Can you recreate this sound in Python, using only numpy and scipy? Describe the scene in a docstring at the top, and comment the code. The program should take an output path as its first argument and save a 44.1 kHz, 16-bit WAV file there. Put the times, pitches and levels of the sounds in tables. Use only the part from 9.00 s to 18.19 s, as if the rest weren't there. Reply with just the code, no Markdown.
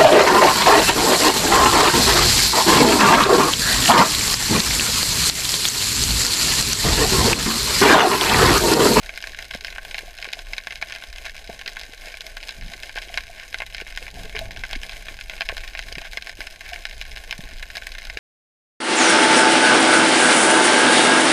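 """Snapping shrimp click all around a camera in a watertight case over a kelp reef.
Each near or mid-distance snap is a smeared pulse with one echo and fading scatter, alone or in a flurry;
the distant rest is grainy noise, a hiss. The wall of the case colours them all.
Swelling current and surges add filtered noise: a low rumble, a dull slosh and a scrape.
Soft knocks and small bubbles are short sine notes, the knocks with a noisy tap on the wall."""
import sys
import numpy as np
from scipy.fft import rfft, irfft, next_fast_len
from scipy.io import wavfile
from scipy.ndimage import uniform_filter1d, map_coordinates

SR = 44100
rng = np.random.default_rng(int(sys.argv[2]) if len(sys.argv) > 2 else 0)


def master_out(mix):
    """Clip the mix to full scale and print it as 16-bit PCM to the path in sys.argv[1]."""
    frames = np.transpose(np.atleast_2d(mix))
    ceiling = np.clip(frames, -1, 1)
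    pcm = np.round(ceiling * 32767).astype(np.int16)
    wavfile.write(sys.argv[1], SR, pcm)


N = 405279


def amp(db):
    """Decibels to gain."""
    return 10 ** (np.asarray(db) / 20)


def unit(x):
    """Scale to rms 1."""
    return x / np.sqrt(np.mean(x ** 2) + 1e-20)


def along(points, hz):
    """Read (Hz, value) points on a log frequency axis."""
    f, value = np.transpose(points)
    return np.interp(np.log(hz + 1), np.log(f + 1), value)


def filtered(x, response):
    """Multiply the spectrum of x by a response of frequency, padded so that tails do not wrap."""
    m = 2 * next_fast_len(N // 2 + SR // 4)
    return irfft(rfft(x, m) * response(np.fft.rfftfreq(m, 1 / SR)), m)[:N]


def causal(db):
    """The minimum-phase response with these gains: it rings only after it is struck."""
    cepstrum = irfft(np.log(amp(db)))
    half = cepstrum.shape[-1] // 2
    cepstrum[..., 1:half] *= 2
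    cepstrum[..., half + 1:] = 0
    return np.exp(rfft(cepstrum))


def placed(times, sounds):
    """Sum rows of sound, each starting at its time in seconds."""
    at = np.round(np.abs(times) * SR).astype(int)[:, None] + np.arange(sounds.shape[1])
    return np.bincount(at.ravel(), sounds.ravel(), N)[:N]


def wobble(rate):
    """A smooth random curve through `rate` knots a second."""
    return map_coordinates(rng.standard_normal(200), [np.arange(N) * rate / SR], mode="wrap")


def even(rows):
    """Give every row the same energy, 1."""
    return rows / np.sqrt(np.sum(rows ** 2, axis=1, keepdims=True))


def case_db(hz):
    """Gain of the case wall: a broad transmission curve plus its resonances and dead spots."""
    # What the case lets through. Each row: frequency in Hz, relative gain in dB.
    case = [(60, -34.5), (300, -31), (550, -18), (800, -13), (1300, -5.5), (1600, -1.5), (2300, -1.5),
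            (3200, -6.5), (4800, -12.5), (7400, -20), (10500, -29.5), (12600, -29.5), (14200, -37),
            (15500, -56)]
    # Resonances (+) and dead spots (-). Each row: centre in Hz, half width in Hz, gain in dB.
    modes = [(99.5, 11.2, 16), (171.2, 6, 10), (427, 13, 2.5), (665.3, 53, 10), (957, 33.3, -14.5),
             (1083, 18, 6.5), (1262, 124, -18.5), (1550, 115, 5), (1944, 37, -18), (2103, 165, 4),
             (3690, 120, -4.5), (3873, 194, 6), (5150, 224, 7.5), (5530, 230, -4.5), (6320, 160, 3),
             (7510, 170, -6), (8360, 32, -33), (9420, 130, 6), (10740, 95, 9), (11880, 77, -28),
             (12020, 185, 14.5)]
    peaks = sum(db / (1 + ((hz - centre) / width) ** 2) for centre, width, db in modes)
    return along(case, hz) + peaks


def colony(level_db=-49, flutter_db=3.5):
    """Countless distant snaps merge into a grainy hiss that flutters a little."""
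    # Colour of the colony before the case. Each row: frequency in Hz, relative gain in dB.
    far = [(100, 15), (300, 27.5), (680, 14), (1100, 9), (1700, 1.5), (3200, 3), (5200, 4), (8000, 12),
           (12000, 12), (14000, 14)]
    grains = rng.standard_normal(N) * amp(6 * rng.standard_normal(N))
    hiss = filtered(grains, lambda hz: causal(case_db(hz) + along(far, hz)))
    return amp(level_db + flutter_db * wobble(20)) * unit(hiss)


def flow():
    """Gains of rumble, slosh and scrape: each surge rises, holds and ebbs on top of the swelling current."""
    # Strength of the current past the case. Each row: time in seconds, rumble level in dB.
    current_points = [(0, -41.5), (2.5, -44), (4.2, -44), (4.9, -41), (5.2, -35), (6.2, -36), (7.5, -42.5),
                      (9.19, -39)]
    # Surges of water against the case. Each row: start in seconds, hold in seconds (counted from the
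    # start, rise included), then the levels of rumble, slosh and scrape in dB.
    surges = [(2.066, 0.034, -34.5, -68, -80), (3.563, 0.13, -37.5, -44.5, -63),
              (5.124, 0.13, -35, -44.5, -50), (5.35, 0.17, -50, -46.5, -49.5),
              (5.565, 0.035, -41, -49, -61), (5.688, 0.097, -36, -62, -75), (6.485, 0.039, -34, -66, -80),
              (7.33, 0.14, -41, -61, -75), (8.072, 0.065, -37, -57, -70), (8.422, 0.035, -36, -53, -66),
              (8.506, 0.028, -35.5, -60, -70), (9.055, .1, -37, -63, -70)]
    swell_db, swell_rate = 1.06, 2.364  # depth of the random swell, knots a second
    slosh_rel_db, scrape_rel_db = -19.5, -25.5  # of the steady current, relative to its rumble
    rise_s, rumble_fade_s, slosh_fade_s = 0.017, 0.085, 0.051  # fades are time constants
    t = np.arange(N) / SR
    point_s, point_db = np.transpose(current_points)
    current = amp(np.interp(t, point_s, point_db) + swell_db * wobble(swell_rate))

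    s, hold, sway_db, slosh_db, scrape_db = np.transpose(surges)[:, :, None]
    age = t - s
    rise = np.clip(age / rise_s, 0, 1)
    past = np.maximum(age - hold, 0)
    long = rise * np.exp(-past / rumble_fade_s)
    short = rise * np.exp(-past / slosh_fade_s)  # slosh and scrape stop sooner
    return (np.hypot(current, (amp(sway_db) * long).sum(0)),
            np.hypot(amp(slosh_rel_db) * current, (amp(slosh_db) * short).sum(0)),
            np.hypot(amp(scrape_rel_db) * current, (amp(scrape_db) * short).sum(0)))


def water():
    """Water sways the case as a rumble; a dense run of uneven pushes rings its wall as slosh and scrape."""
    # Rumble of the sway. Each row: frequency in Hz, relative density in dB per Hz.
    sway_colour = [(10, -8.5), (20, -4.5), (28, 4.5), (40, -12), (54, -6.5), (66, -16), (80, -29),
                   (160, -60), (400, -90)]
    # Slosh and scrape before the case. 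Each row: frequency in Hz, relative density in dB per Hz.
    slosh_colour = [(40, -0.5), (100, 2.5), (170, 2.5), (240, 3), (310, -9.5), (420, -13.5), (600, -27.5),
                    (900, -26), (2500, -100)]
    pushes_per_s, scrape_hz = 170, 310  # slosh lies below scrape_hz, scrape above
    sway_gain, slosh_gain, scrape_gain = flow()
    sway = unit(filtered(rng.standard_normal(N), lambda hz: amp(along(sway_colour, hz))))

    count = int(pushes_per_s * N / SR)
    slip, size = rng.standard_normal((count, 2)).T
    push_s = (np.arange(count) + .5 * slip) / pushes_per_s
    pushes = placed(push_s, np.cbrt(size)[:, None])
    wall = filtered(pushes, lambda hz: causal(case_db(hz) + along(slosh_colour, hz)))
    slosh = filtered(wall, lambda hz: 1 / (1 + (hz / scrape_hz) ** 8))
    scrape = wall - slosh
    return sway_gain * sway + slosh_gain * unit(slosh) + scrape_gain * unit(scrape)


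def snaps(times, db, treble_tilt, scatter_db, scatter_t60, size=2048):
    """Each snap is a cavity collapsing: a pulse smeared by several paths through the case wall, one near echo
    and scatter from the reef."""
    t, hz = np.arange(size) / SR, np.fft.rfftfreq(size, 1 / SR)
    shape = (len(times), size)
    lag, strength, path, spread = rng.random((len(times), 4, 1)).transpose(1, 0, 2)
    late = lambda s: np.exp(-2j * np.pi * hz * s)  # a delay of s seconds
    close = np.interp(db, [-28, -19], [0, 1])[:, None]  # loud snaps count as close

    # the dull click of the claw comes just before the sharp collapse
    claw = .6 * late(.0001) / (1 + 1j * hz / 3000)
    collapse = .65 * late(.0002 + .0003 * lag)

    # paths of nearly equal length blur it over a millisecond or two
    blur_s = .00018 + .00035 * spread
    blur = even(rng.standard_normal(shape) * (t / blur_s) ** 2 * np.exp(-t / blur_s))
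    blur = (.5 + .7 * spread) * (1 - .5 * close) * blur

    # rock behind the shrimp sends back an inverted, duller echo, stronger when close
    bounce = (.15 + .35 * strength + .25 * close) * late(.0013 + .0008 * path)
    bounce = bounce / (1 + (hz / 4500) ** 4)
    crack = (claw + collapse + rfft(blur)) * (1 - bounce)

    # faint snaps keep the colour of their paths; in loud ones its broad balance is evened out
    direct = np.interp(db, [-38, -26], [.1, .85])[:, None]
    broad_power = uniform_filter1d(np.abs(crack) ** 2, size=140, axis=1)
    crack = crack * causal(-10 * direct * np.log10(broad_power))
    crack = crack / np.sqrt(np.mean(np.abs(crack) ** 2, axis=1, keepdims=True))

    # rough rock and the surface return a spiky, fading spray of duller copies
    spray_fade = amp(-60 * t / scatter_t60) * (1 - np.exp(-t / .004))
    spray = even(rng.standard_normal(shape) ** 3 * spray_fade)
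    spray = rfft(spray) * amp(scatter_db - 3 * close) / (1 + 1j * hz / 7000)

    # the size of the cavity tilts the treble; the very top is weaker in loud snaps and varies
    shelf = hz ** 4 / (hz ** 4 + 3000 ** 4)
    top = hz ** 10 / (hz ** 10 + 6300 ** 10)
    shelf_db = 1.39 * treble_tilt
    top_db = -.45 * (db + 33) - .4 * treble_tilt + 3.2 * rng.standard_normal(len(times))
    colour = causal(case_db(hz) + shelf_db[:, None] * shelf + top_db[:, None] * top)

    clicks = irfft((crack + spray) * colour)
    onset = np.sqrt(np.mean(clicks[:, t < .004] ** 2, axis=1))  # rms of the first 4 ms
    return placed(times, clicks * (amp(db) / onset)[:, None])


def crowd(count=900):
    """Shrimp farther off snap at scattered moments, fainter and on average brighter with distance."""
    slip, ring = rng.random((count, 2)).T
    when = (np.arange(count) + 3 * slip) / count * N / SR
    distance = np.log10(1 + 8 * ring)  # in decades
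    variety = 3.5 * rng.standard_normal(count)
    treble_tilt = .5 + 3 * distance + variety
    return snaps(when, -35 - 13 * distance, treble_tilt, scatter_db=-4, scatter_t60=0.063)


def near_shrimp():
    """The closest shrimp, on the rocks just below: sharp cavity collapses, each at its own moment."""
    # Each row: start in seconds, rms level of the first 4 ms in dB, treble tilt (relative; + is brighter).
    near = [(0.061, -33, 3), (0.0926, -25, -7.5), (0.1755, -25.5, -2), (0.225, -29.5, 6),
            (0.2403, -25.5, -4), (0.272, -27, -0.5), (0.295, -37, 2), (0.347, -30.5, 1),
            (0.3883, -26.5, -1), (0.4247, -30.5, -0.5), (0.51, -26, -0.5), (0.548, -30.5, 10),
            (0.609, -33.5, 8), (0.647, -24, 3), (0.669, -30.5, 6), (0.6821, -28.5, -8),
            (0.7604, -32.5, -12), (0.7828, -25.5, -14), (0.85, -33, -4), (0.9122, -31, 0),
            (0.9446, -23.5, -3), (0.9821, -23.5, -1), (0.9897, -28, 2), (1.1767, -37, 7),
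            (1.1862, -32.5, -2), (1.2254, -26, 1), (1.244, -28, 1), (1.253, -28.5, -17), (1.2883, -31, -2),
            (1.329, -30, 7), (1.3329, -21.5, 4.5), (1.391, -30.5, 2), (1.5335, -22, 0.5), (1.581, -21.5, 1),
            (1.671, -23.5, -5), (1.707, -28.5, -4), (1.7232, -29.5, -6), (1.7567, -30.5, 4),
            (1.8138, -32.5, -3), (1.8251, -19, -6.5), (1.8983, -35, 0), (1.9063, -33, -11),
            (1.9228, -26.5, 3), (1.9507, -29.5, 0), (1.96, -30, -4), (2.023, -32.5, -6), (2.038, -32.5, -1),
            (2.16, -36, 3), (2.183, -31, 1), (2.253, -29.5, 1), (2.2622, -29.5, -8), (2.2958, -33.5, 5),
            (2.3791, -35, 6), (2.5918, -34.5, -3), (2.6131, -31, -1), (2.6606, -27.5, 1),
            (2.6774, -23.5, 1.5), (2.7679, -26, -8), (2.795, -32.5, 3), (2.8135, -32, 1), (2.8337, -33, 1),
            (3.141, -30, -8), (3.171, -33.5, 5), (3.2081, -28.5, 4), (3.2662, -30.5, 3),
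            (3.3695, -28.5, -3), (3.4286, -32.5, 3), (3.4845, -32, 2), (3.491, -25.5, 4), (3.508, -33, 4),
            (3.5235, -38, -2), (3.736, -30, -1), (3.833, -28, -1), (3.894, -30.5, -7), (3.975, -24.5, -18),
            (3.9847, -27.5, 1), (4.0222, -31.5, 1), (4.1415, -26.5, -0.5), (4.1746, -17, 0),
            (4.1814, -24, -8), (4.206, -34, 0), (4.3982, -34, 0), (4.528, -33, 0), (4.5439, -20, -5.5),
            (4.586, -33, 9), (4.6027, -24, -13), (4.6199, -23, -16), (4.747, -25.5, 4), (4.781, -28.5, 0),
            (4.801, -29, -4), (4.813, -29, -3), (4.8666, -33.5, -6), (4.9244, -34, 2), (4.9618, -35, 4),
            (4.9746, -23, -1.5), (5.0264, -31.5, 3), (5.0664, -31.5, -8), (5.0803, -30, -7),
            (5.3505, -28, -17), (5.356, -31, 0), (5.3647, -23, -8), (5.3735, -31, -4), (5.385, -35, 0),
            (5.3907, -24.5, 1.5), (5.5085, -31, 1), (5.5626, -32, -9), (5.572, -32, 2), (5.6369, -22.5, -9),
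            (5.651, -31.5, -1), (5.711, -31, 3), (5.731, -22.5, -3), (5.753, -28, -2), (5.7583, -30, 4),
            (5.833, -27, -1), (5.894, -29, -1), (5.923, -35, -10), (5.9673, -35.5, 4), (6.084, -28, -9),
            (6.1892, -33, -4), (6.2106, -29, 0), (6.297, -25.5, -2.5), (6.3358, -32.5, -8),
            (6.408, -19, -4.5), (6.4186, -21.5, -4), (6.489, -19.5, -0.5), (6.4963, -25, -23),
            (6.5178, -33, -4), (6.5684, -27.5, 0), (6.579, -29.5, 0), (6.6046, -36, 0),
            (6.6368, -31.5, -12), (6.677, -31, 5), (6.6872, -37, -2), (6.751, -26, -7), (6.774, -30, -2),
            (6.7919, -23, 1.5), (6.8252, -33, 3), (6.8847, -33.5, -2), (6.925, -29, 11), (6.9537, -28, 0.5),
            (6.9829, -26, -2), (7.0168, -32, -6), (7.0503, -34, -23), (7.133, -29.5, 1),
            (7.1725, -21.5, -6), (7.223, -29.5, 4), (7.2712, -28, 1), (7.2942, -28.5, 2.5),
            (7.4057, -26.5, -3.5), (7.4156, -30, -2), (7.4713, -29.5, -1), (7.6091, -31.5, -3),
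            (7.6913, -34, 2), (7.7325, -26, 0), (7.76, -30, -3), (7.8533, -22, -0.5), (7.9112, -32.5, -1),
            (8.0133, -25, 2), (8.0231, -33.5, 3), (8.1164, -34, 4), (8.162, -31, 3), (8.1719, -29.5, -2),
            (8.3097, -22.5, 4.5), (8.3264, -22, -4), (8.4385, -35.5, 3), (8.6272, -28, -5.5),
            (8.7018, -31.5, -1), (8.7534, -30.5, 0), (8.7578, -29.5, 2), (8.7696, -25, 1),
            (8.7793, -30, -3), (8.8212, -31, -8), (8.869, -25, -2), (8.9193, -32, 7), (8.9506, -32, -2),
            (8.9828, -31, -1), (9.0192, -34, 1), (9.052, -33.5, 6), (9.099, -26, -4), (9.172, -22.5, -1)]
    s, db, treble_tilt = np.transpose(near)
    return snaps(s, db, treble_tilt, scatter_db=-5.5, scatter_t60=0.046)


def bubbles(attack_s=0.0032, faint_db=-42, faint_hz=580, faint_t60=.045, count=45):
    """Freed bubbles swell into a short decaying sine note; fainter ones blip at random between them."""
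    # Each row: start in seconds, level in dB before swell and decay, pitch in Hz, 60 dB decay in seconds.
    clear = [(1.078, -30.5, 703, 0.052), (1.192, -29, 695, 0.036), (1.369, -25.5, 686, 0.035),
             (1.394, -25, 680, 0.027), (2.4965, -16.5, 684, 0.026), (2.501, -31, 870, 0.031),
             (2.511, -38, 680, 0.064), (3.715, -34, 693, 0.066), (4.098, -23.5, 690, 0.031),
             (4.296, -27.5, 694, 0.039), (5.170, -32, 710, 0.072), (5.245, -35.5, 438, 0.12),
             (5.346, -28, 430, 0.11), (5.412, -22.5, 655, 0.096), (7.719, -27.5, 703, 0.11)]
    when, size, pitch = rng.random((count, 3)).T
    faint = np.column_stack([when * N / SR,
                             faint_db + 10 * (size - .5),
                             faint_hz * 2 ** (pitch - .5),  # within half an octave
                             np.full(count, faint_t60)])
    s, db, hz, t60 = np.vstack([clear, faint]).T[:, :, None]
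    t = np.arange(SR // 5) / SR
    envelope = amp(db - 60 * t / t60) * (1 - np.exp(-t / attack_s))
    return placed(s[:, 0], envelope * np.sin(2 * np.pi * hz * t))


def flurries(treble_tilt=-4.5, snaps_per_s=130):
    """Now and then a patch of shrimp snaps in a quick, dense run of small cavity collapses."""
    # Each row: start in seconds, length in seconds, middle level of a snap (rms of its first 4 ms) in dB.
    runs = [(0.537, 0.019, -31.5), (1.892, 0.094, -46), (2.246, 0.057, -37.5), (3.96, 0.022, -31.5),
            (4.37, 0.074, -42.5), (7.038, 0.041, -37), (7.641, 0.12, -43)]
    rows = []
    for start, length, run_db in runs:
        n = max(1, round(length * snaps_per_s))
        rows += [(start + length * k / n, run_db) for k in range(n)]
    s, db = np.transpose(rows)
    slip, size, tilt = rng.standard_normal((len(s), 3)).T
    return snaps(s + .002 * slip, db + 2 * size, treble_tilt + 3 * tilt, scatter_db=3.0, scatter_t60=0.035)


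def knocks(cycles=0.39, contact_s=0.00043, ring_db=-19, ring_hz=675, tap_db=18, tap_hz=800):
    """Each knock is a brief sine push with a dull tap on the wall; it leaves a low mode of the case ringing."""
    # Soft knocks on the case. Each row: start in seconds, level of the push in dB, pitch in Hz.
    case_knocks = [(0.55, -29.5, 228), (0.5502, -24.5, 580), (1.033, -34, 463), (1.275, -34, 450),
                   (2.4931, -27, 455), (2.496, -35, 195), (2.892, -41, 288), (3.073, -34.5, 584),
                   (3.752, -42, 400), (3.9583, -32.5, 500), (4.074, -40.5, 400), (4.8188, -29.5, 433),
                   (5.0212, -34, 480), (5.577, -42, 240), (5.761, -29.5, 258), (6.11, -41, 296),
                   (6.525, -25.5, 543), (6.923, -33.5, 483), (6.971, -33, 160), (6.980, -31, 370),
                   (7.39, -34, 359.7), (8.39, -28, 168), (8.392, -35, 620), (8.435, -38, 250),
                   (8.447, -48, 280), (8.528, -40, 224), (9.17, -29, 430)]
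    ring_t60, chatter_t60 = .1, .08  # 60 dB decays in seconds
    s, db, hz = np.transpose(case_knocks)[:, :, None]
    t = np.arange(SR // 8) / SR
    age = t / (contact_s + cycles / hz)  # the push is strongest at age 1
    push = age * np.exp(1 - age) * np.sin(2 * np.pi * hz * t)
    # higher knocks excite the ringing mode more
    ring = amp(ring_db - 60 * t / ring_t60) * hz / ring_hz * np.sin(2 * np.pi * ring_hz * t)

    # the wall chatters briefly after the first tap
    chatter = rng.standard_normal(push.shape) ** 3 * amp(-60 * t / chatter_t60)
    contact = (t == 0) + .8 * even(chatter)
    strikes = placed(s[:, 0], amp(db + tap_db) * contact)
    dull_db = lambda f: -20 * np.log10(1 + (f / tap_hz) ** 4)
    taps = filtered(strikes, lambda f: causal(case_db(f) + dull_db(f)))
    return placed(s[:, 0], amp(db) * (push + ring)) + taps


def scene():
    """Shrimp from close by to far away and the water at the case, on one microphone."""
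    shrimp = colony() + crowd() + near_shrimp() + flurries()
    return (shrimp + water() + bubbles() + knocks())[None]


def record(dry):
    """The camera keeps nothing above its band limit."""
    top_hz = 15600
    return filtered(dry[0], lambda hz: hz < top_hz)[None]


dry = scene()
out = record(dry)
master_out(out)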